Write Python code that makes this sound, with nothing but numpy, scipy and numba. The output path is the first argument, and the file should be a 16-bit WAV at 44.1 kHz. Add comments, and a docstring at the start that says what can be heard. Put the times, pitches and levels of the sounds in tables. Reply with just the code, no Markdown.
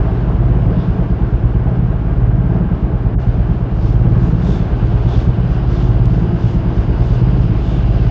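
"""Railway yard on worn tape

A big diesel idles close by: its two banks fire in turn, each firing a pressure pulse that rings the stack modes.
The governor hunts, and about every two seconds a fuel cut starves one bank. A steam engine draws near: soft
chuffs of shaped noise over steady steam, a whistling leak, a drifting drone, a gusty roar and rumbling wagons.
Worn analogue tape squeezes and dulls the treble, loses head contact once and adds hiss and a tick."""
import sys
import numpy as np
from scipy import signal
from scipy.fft import rfft, irfft
from scipy.io import wavfile
from scipy.ndimage import uniform_filter1d
from numba import njit

SR = 44100
rng = np.random.default_rng(int(sys.argv[2]) if len(sys.argv) > 2 else 0)


def output_pcm(signal):
    """Save a mono or channel-first signal as 16-bit PCM at the path in sys.argv[1].

    Samples are clipped to [-1, 1] before scaling.
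    """
    pcm = np.clip(np.atleast_2d(signal).T, -1, 1) * 32767
    wavfile.write(sys.argv[1], SR, np.round(pcm).astype(np.int16))


def convert_level_to_amplitude(level_db):
    """Map a level in decibels to its linear amplitude factor."""
    exponent = np.asarray(level_db, float) / 20
    return 10 ** exponent


N = 357210

# The steam engine nears: t/s, rumble level/dB, steady steam level/dB, leak level/dB
APPROACH = [(0, -17.5, -49, -70), (.8, -19, -50.5, -57), (1.2, -20, -51.5, -65), (2.3, -19, -54, -65),
            (3.1, -19, -53.5, -68.5), (3.3, -19.5, -49.5, -62.5), (3.7, -19, -51.5, -62),
            (4.3, -18.5, -48, -62), (4.9, -18.5, -45.5, -57), (5.5, -19, -47, -53),
            (6.2, -18.5, -47.5, -52.5), (7.2, -18, -46.5, -50), (8.1, -19, -43, -50.5)]


def unit(x):
    """Normalisation: divides a signal by its root mean square."""
    return x / np.sqrt(np.mean(x ** 2))


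def curves(table):
    """Linear interpolation in time: one curve for each column after the first."""
    time_s, *columns = np.transpose(table)
    return [np.interp(np.arange(N) / SR, time_s, column) for column in columns]


def walk(rate):
    """Smoothed random process: levels held 1 / rate s, averaged twice over that time; spread near 1."""
    hold = int(SR / rate)
    held = np.repeat(rng.standard_normal(N // hold + 1), hold)
    return 1.3 * uniform_filter1d(uniform_filter1d(held, hold), hold)[:N]


def noise(gain):
    """Spectral shaping: white noise multiplied by a gain that depends on frequency."""
    hz = np.arange(N // 2 + 1) * SR / N + 1  # the 1 Hz offset keeps log(hz) finite
    return irfft(rfft(rng.standard_normal(N)) * gain(hz), N)


def peak(hz, centre_hz, width_hz):
    """Resonance curve: 1 at the centre, one half at half a width to either side."""
    return 1 / (1 + ((hz - centre_hz) / (width_hz / 2)) ** 2)


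def colour(hz, spectrum):
    """Spectral density: gain joined by straight lines in dB over log frequency."""
    point_hz, level_db = np.transpose(spectrum)
    return convert_level_to_amplitude(np.interp(np.log(hz), np.log(point_hz), level_db, left=-120, right=-120))


def bands(gain, flicker_db, rate, throb, depth, octaves=range(9)):
    """Amplitude modulation by octave: each band flickers alone, the upper ones throb with the diesel."""
    total = 0
    for k in octaves:
        def band_gain(hz):
            return gain(hz) * np.cos(np.pi / 2 * np.clip(np.log2(hz / 32) - k, -1, 1))
        flicker = convert_level_to_amplitude(flicker_db * walk(rate))
        total = total + noise(band_gain) * flicker * (1 + depth * (k > 1) * throb)
    return unit(total)


@njit
def lowpass(x, edge_hz):
    """Two-pole state-variable low-pass whose edge may move at every sample."""
    y, band, low = np.empty(len(x)), 0., x[0]
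    for i in range(len(x)):
        g = np.tan(np.pi * edge_hz[i] / SR)
        v = (band + g * (x[i] - low)) / (1 + g * (g + np.sqrt(2)))
        y[i] = low + g * v
        band, low = 2 * v - band, 2 * y[i] - low
    return y


def strike(at_s, size, shape):
    """Convolution: superposes one scaled copy of a shape at each moment."""
    lead = SR // 5  # room for moments before the start
    kicks = np.zeros(N + 2 * lead)
    np.add.at(kicks, (at_s * SR).astype(int) + lead, size)
    return signal.fftconvolve(kicks, shape)[lead:lead + N]


def hum():
    """Periodic radiation: steady sinusoids from machinery beside the diesel."""
    # f/Hz, rms level/dB
    tones = [(104.75, -28), (38.1, -37)]
    t = np.arange(N) / SR
    return sum(np.sqrt(2) * convert_level_to_amplitude(db) * np.sin(2 * np.pi * (hz * t + rng.random())) for hz, db in tones)


def body(hz):
    """Forced resonance: engine casings lift parts of a falling broadband spectrum."""
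    # Broadband spectrum: f/Hz, relative level per Hz/dB
    spectrum = [(20, -27.5), (32, -8.5), (55, -12), (76, -7.5), (95, -14), (120, -4), (145, -9),
                (168, -16.5), (200, -14), (250, -22), (400, -23.5), (540, -30.5), (940, -35), (1580, -40),
                (1850, -46), (3000, -55), (3900, -69.5)]
    # Casing resonances: f/Hz, width/Hz, lift/dB
    casings = [(287, 24, 4), (331, 41, 3.5), (422, 24, 2.5), (671, 120, 5.5), (831, 40, 5), (1075, 95, 2),
               (1580, 92, 2.5)]
    return colour(hz, spectrum) * convert_level_to_amplitude(sum(db * peak(hz, f, w) for f, w, db in casings))


def wagon_rumble(throb):
    """Rolling noise: the three lowest octaves of the body spectrum, following the approach."""
    rumble = bands(body, flicker_db=0.75, rate=10.0, throb=throb, depth=0.03, octaves=range(3))
    return rumble * convert_level_to_amplitude(curves(APPROACH)[0])


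def exhaust_roar(throb):
    """Broadband flow noise: the upper octaves of the body spectrum, their level wandering in gusts."""
    # t/s, level/dB
    roar_level = [(0, -22.5), (.8, -23.4), (1.2, -24.2), (2.3, -24.5), (3.1, -25), (3.8, -25), (4.2, -22.5),
                  (4.6, -24), (5, -23), (5.7, -24), (6.1, -23.5), (6.5, -24.5), (6.9, -23), (7.4, -23.5),
                  (8.1, -23.6)]
    gust_db, gusts_per_s = 0.68, 30
    roar = bands(body, flicker_db=0.5, rate=25.0, throb=throb, depth=0.047, octaves=range(3, 9))
    return roar * convert_level_to_amplitude(curves(roar_level)[0] + gust_db * walk(gusts_per_s))


def steam_leak():
    """Narrow-band jet noise: a leak whistles in two resonant bands."""
    # f/Hz, width/Hz, relative level/dB
    whistles = [(2890, 540, -0.5), (4880, 320, -8)]
    leak = unit(noise(lambda hz: sum(convert_level_to_amplitude(db) * peak(hz, f, w) for f, w, db in whistles)))
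    return leak * convert_level_to_amplitude(curves(APPROACH)[2] + 1.3 * walk(12))


def drifting_drone():
    """Frequency modulation: the phase is the running sum of a drifting, wobbling frequency."""
    # t/s, f/Hz, rms level/dB
    drift = [(0, 330, -48), (3.3, 325, -42), (3.9, 328, -38), (4.2, 334, -30.5), (4.45, 340, -35),
             (4.9, 355, -39.5), (5.5, 352, -39.5), (5.9, 348, -34), (6.5, 343, -32.5), (6.9, 338, -38),
             (7.4, 338, -35.5), (8.1, 336, -40.5)]
    wobble_hz, wobbles_per_s = 4, 12
    waver_db, wavers_per_s = 1.5, 7.4
    drone_hz, drone_db = curves(drift)
    phase = 2 * np.pi * np.cumsum(drone_hz + wobble_hz * walk(wobbles_per_s)) / SR
    return np.sqrt(2) * np.sin(phase) * convert_level_to_amplitude(drone_db + waver_db * walk(wavers_per_s))


def steady_steam(throb):
    """Turbulent jet noise: a continuous hiss that grows and ebbs as the steam engine nears."""
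    # f/Hz, relative level per Hz/dB
    spectrum = [(880, -33), (1500, -4.5), (1610, -12), (2070, -4.5), (2850, -3.5), (3990, -10), (4940, -14),
                (7070, -26.5), (7790, -35), (10100, -36.5), (16000, -55)]
    steam = bands(lambda hz: colour(hz, spectrum), flicker_db=.6, rate=20, throb=throb, depth=.03)
    return convert_level_to_amplitude(curves(APPROACH)[1]) * steam


def chuffs(throb):
    """Pulsed jet noise: puffs up the blast pipe excite the chimney resonance; distant air absorbs treble."""
    # Puffs: t/s, level/dB, spread/ms, chimney ring level above the puff/dB
    puffs = [(0.181, -56, 69, -2), (.82, -52, 66, 2), (1.5, -62.5, 60, -3.5), (1.9, -62.5, 55, -5),
             (2.55, -55, 45, -8), (2.771, -58, 48, -2.5), (3.225, -54, 30, -10), (3.551, -64, 34, -7),
             (3.87, -50, 75, -7), (4.259, -53, 55, -7), (4.53, -45.5, 80, 0), (4.85, -57, 47, -6),
             (5.152, -47, 76, 3), (5.54, -53.5, 38, -6), (5.81, -48, 83, 0), (6.152, -53, 60, -5),
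             (6.479, -50, 80, -3), (6.801, -53, 50, -6), (7.1, -48, 86, -4), (7.42, -52.5, 42, -6),
             (7.72, -49, 74, 1), (8.07, -55, 38, -5)]
    # Puff spectrum: f/Hz, relative level per Hz/dB
    spectrum = [(1200, -36), (2000, -9), (3400, -7), (5000, -6), (6500, -13.5), (7800, -22), (9500, -25),
                (12000, -30), (16000, -42)]
    # Chimney resonance: f/Hz, width/Hz
    chimney = (3470, 600)
    # Air absorption, strongest while the engine is far: t/s, low-pass edge f/Hz
    air = [(0, 3700), (3, 4800), (3.8, 14050), (8.1, 13870)]
    ring_spread = 0.85  # the ring fills only the heart of a puff
    t = np.arange(N) / SR

    def bump(at_s, spread_ms):
        return np.exp(-.5 * ((t - at_s) * 1000 / spread_ms) ** 2)

    swell = sum(convert_level_to_amplitude(db) * bump(s, spread) for s, db, spread, _ in puffs)
    heart = sum(convert_level_to_amplitude(db + ring_db) * bump(s, ring_spread * spread) for s, db, spread, ring_db in puffs)
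    jet = bands(lambda hz: colour(hz, spectrum), flicker_db=2.1, rate=16, throb=throb, depth=0)
    ring = unit(noise(lambda hz: peak(hz, *chimney)))
    return lowpass(swell * jet + heart * ring, curves(air)[0])


def governor(due, bank):
    """Limit cycle: firing lateness and force repeat from surge to surge, and fuel cuts starve one bank."""
    # One swing: share of the swing, lateness/ms, strength (0-1) of thump, low bark, high bark
    hunt = [(0, 3.5, 0.9, 0.96, 0.49), (.08, 3.8, .61, .76, .74), (.16, 1.5, .45, .6, 0.93),
            (.25, -2, .72, .64, .86), (.35, -3.0, .9, .5, .54), (.45, -2.5, .95, .85, .5),
            (.53, -2, 1.03, 0.96, .58), (.62, 0, 1, .86, .66), (.7, 0.33, .7, .62, .66),
            (.78, 1.5, .54, .36, 0.31), (.87, 2.8, .75, .42, .45), (.94, 3.5, .9, .86, .34)]
    # Starts of the swings: t/s, bark level/dB
    surges = [(-1.26, -1.5), (.5, 0.0), (2.3, 0.0), (4, 0.6), (6.0, 0.5), (8, 0.0), (9, 0.5)]
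    # Fuel cuts: t/s, length/s, starved bank (0 or 1)
    cuts = [(0.781, .92, 0), (2.677, 0.97, 1), (4.553, .8, 1), (6.269, .93, 0)]
    # Share of thump, low bark and high bark left in a cut; below 0 the bank sucks gas back
    starved = [-0.19, -.02, .02]
    # Level/dB of thump, low bark and high bark at strength 1
    voice_db = [-4, -4.5, -6]
    cut_edge_s = .04
    suck_depth, suck_before_s, suck_spread_s = 0.42, .15, 0.13  # deeper suck just before the fuel returns

    surge_s, bark_db = np.transpose(surges)
    swing = np.interp(due, surge_s, np.arange(len(surges)))
    bark = convert_level_to_amplitude(np.interp(due, surge_s, bark_db))
    share, *columns = np.transpose(hunt)
    late_ms, *strength = [np.interp(swing, share, column, period=1) for column in columns]

    def onset(s):
        return 1 / (1 + np.exp(-s / cut_edge_s))

    cut, suck = 0, 0
    for start, length, starved_bank in cuts:
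        hit = bank == round(starved_bank)
        end = start + length
        cut = cut + hit * onset(due - start) * onset(end - due)
        suck = suck + hit * np.exp(-.5 * ((end - suck_before_s - due) / suck_spread_s) ** 2)
    thump, low, high = [convert_level_to_amplitude(db) * c * (1 - cut * (1 - left))
                        for c, left, db in zip(strength, starved, voice_db)]
    return late_ms, [thump - suck_depth * convert_level_to_amplitude(voice_db[0]) * suck, bark * low, bark * high]


def diesel():
    """Impulse excitation: firings swell the silencer (thump) and ring the stack (bark); also returns the gas throb."""
    # Stack modes: f/Hz, level/dB, t60/s, delay of opening/ms, bark (1 low, 2 high)
    modes = [(105.87, -5, .35, 5.8, 1), (121.32, 1.26, .38, 8.06, 1), (161.97, -3, .5, 3.93, 2),
             (171.8, -3.0, .5, 4.05, 2)]
    # Exhaust port of low and high bark, which opens, then stifles the ring: rise/ms, stifled after/ms
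    ports = [(12.2, 150), (7.7, 68)]
    # Silencer thump: f/Hz, level/dB
    thump_tones = [(56, -2.5), (40, -11)]
    firings_per_s, first_s = 17.994, -.0756
    thump_peak_ms, thump_spread_ms = 36.6, 13.4

    slot = np.arange(147)
    due = first_s + slot / firings_per_s
    late_ms, force = governor(due, slot % 2)  # the banks alternate
    chance = rng.standard_normal((2 + len(modes), len(slot)))
    at = due + (late_ms + .3 * chance[0]) / 1000
    t = np.arange(SR // 4) / SR

    u = t - thump_peak_ms / 1000
    swell = np.exp(-.5 * (u * 1000 / thump_spread_ms) ** 2)
    thump = -swell * sum(convert_level_to_amplitude(db) * np.cos(2 * np.pi * hz * u) for hz, db in thump_tones)
    out = strike(at, force[0] + .03 * chance[1], thump)

    # every firing shares its force a little differently among the modes
    for (hz, db, t60, opens_ms, group), own in zip(modes, chance[2:]):
        rise_ms, shut_ms = ports[group - 1]
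        port = (1 - np.exp(-(t * 1000 / rise_ms) ** 3)) * np.exp(-(t * 1000 / shut_ms) ** 2)
        ring = -np.sin(2 * np.pi * hz * t) * port * 1000 ** (-t / t60)
        out = out + strike(at + opens_ms / 1000, convert_level_to_amplitude(db) * (force[group] + .035 * own), ring)

    soft_ends = (1 - np.exp(-(t / .003) ** 3)) * np.cos(np.pi / 2 * t / t[-1]) ** 2
    throb = strike(at + 0.019, np.abs(force[1]) + np.abs(force[2]), soft_ends * np.exp(-t / 0.041))
    return out, unit(throb - throb.mean())


def scene():
    """Interference: the sources add at one microphone, and the ground bounce cancels part of a band."""
    # f/Hz, width/Hz, share cancelled at the centre
    ground_dip = (139, 16, .65)
    engine, throb = diesel()
    train = wagon_rumble(throb) + exhaust_roar(throb) + steam_leak() + drifting_drone()
    direct = hum() + train + steady_steam(throb) + chuffs(throb) + engine
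    centre_hz, width_hz, share = ground_dip
    hz = np.arange(N // 2 + 1) * SR / N
    return irfft(rfft(direct) * (1 - share * peak(hz, centre_hz, width_hz)), N)[None]


def tape_squeeze(x):
    """Intermodulation: steep bass swings, falling ones most, reduce the treble gain."""
    bass = lowpass(x, np.full(N, 400.))
    fall = -np.gradient(lowpass(x, np.full(N, 130.))) * SR  # slope per second
    swing = np.maximum(fall / 265, -fall / 450)
    return bass + (x - bass) / (1 + swing ** 4)


def tape_dropout(x):
    """Spacing loss: the head loses contact once, and the low-pass edge dips briefly."""
    # t/s, spread/ms, lowest edge f/Hz, level of the unfiltered share/dB
    dropout = (3.168, 17, 779, -22)
    at_s, spread_ms, left_hz, leak_db = dropout
    t = np.arange(N) / SR
    lift = np.exp(-.5 * np.abs((t - at_s) * 1000 / spread_ms) ** 2.6)
    edge_hz = 18000 * (left_hz / 18000) ** lift
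    dulled = lowpass(lowpass(x, edge_hz), edge_hz)
    return dulled * (1 - convert_level_to_amplitude(leak_db)) + convert_level_to_amplitude(leak_db) * x


def band_limit(x):
    """A steep low-pass at the top of the band."""
    return signal.sosfilt(signal.butter(12, 15150, fs=SR, output="sos"), x)


def record(dry):
    """Magnetic recording: squeeze, dropout, saturation, one tick, a dull top and faint hiss."""
    # t/s, peak level relative to 0.5/dB
    tick = (6.0575, -15)
    top_hz = 7790
    t = np.arange(N) / SR
    x = tape_dropout(tape_squeeze(convert_level_to_amplitude(-.9) * dry[0]))  # recording level -0.9 dB
    x = np.tanh(0.82 * x) / 0.79 + convert_level_to_amplitude(-74.5) * rng.standard_normal(N)  # saturation and tape hiss
    tick_s, tick_db = tick
    x = x + convert_level_to_amplitude(tick_db) * np.exp(-.5 * ((t - tick_s) / 35e-6) ** 2) / 2
    top = signal.ellip(5, .5, 22, top_hz, fs=SR, output="sos")
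    x = signal.sosfilt(top, x, zi=signal.sosfilt_zi(top) * x[0])[0]
    # no bass below the thump
    x = signal.sosfiltfilt(signal.butter(3, 27, "high", fs=SR, output="sos"), x)
    x = x * np.minimum(t / .002, 1) + convert_level_to_amplitude(-96) * rng.standard_normal(N)  # soft start; amplifier hiss
    return band_limit(x[None])


dry = scene()
out = record(dry)
output_pcm(out)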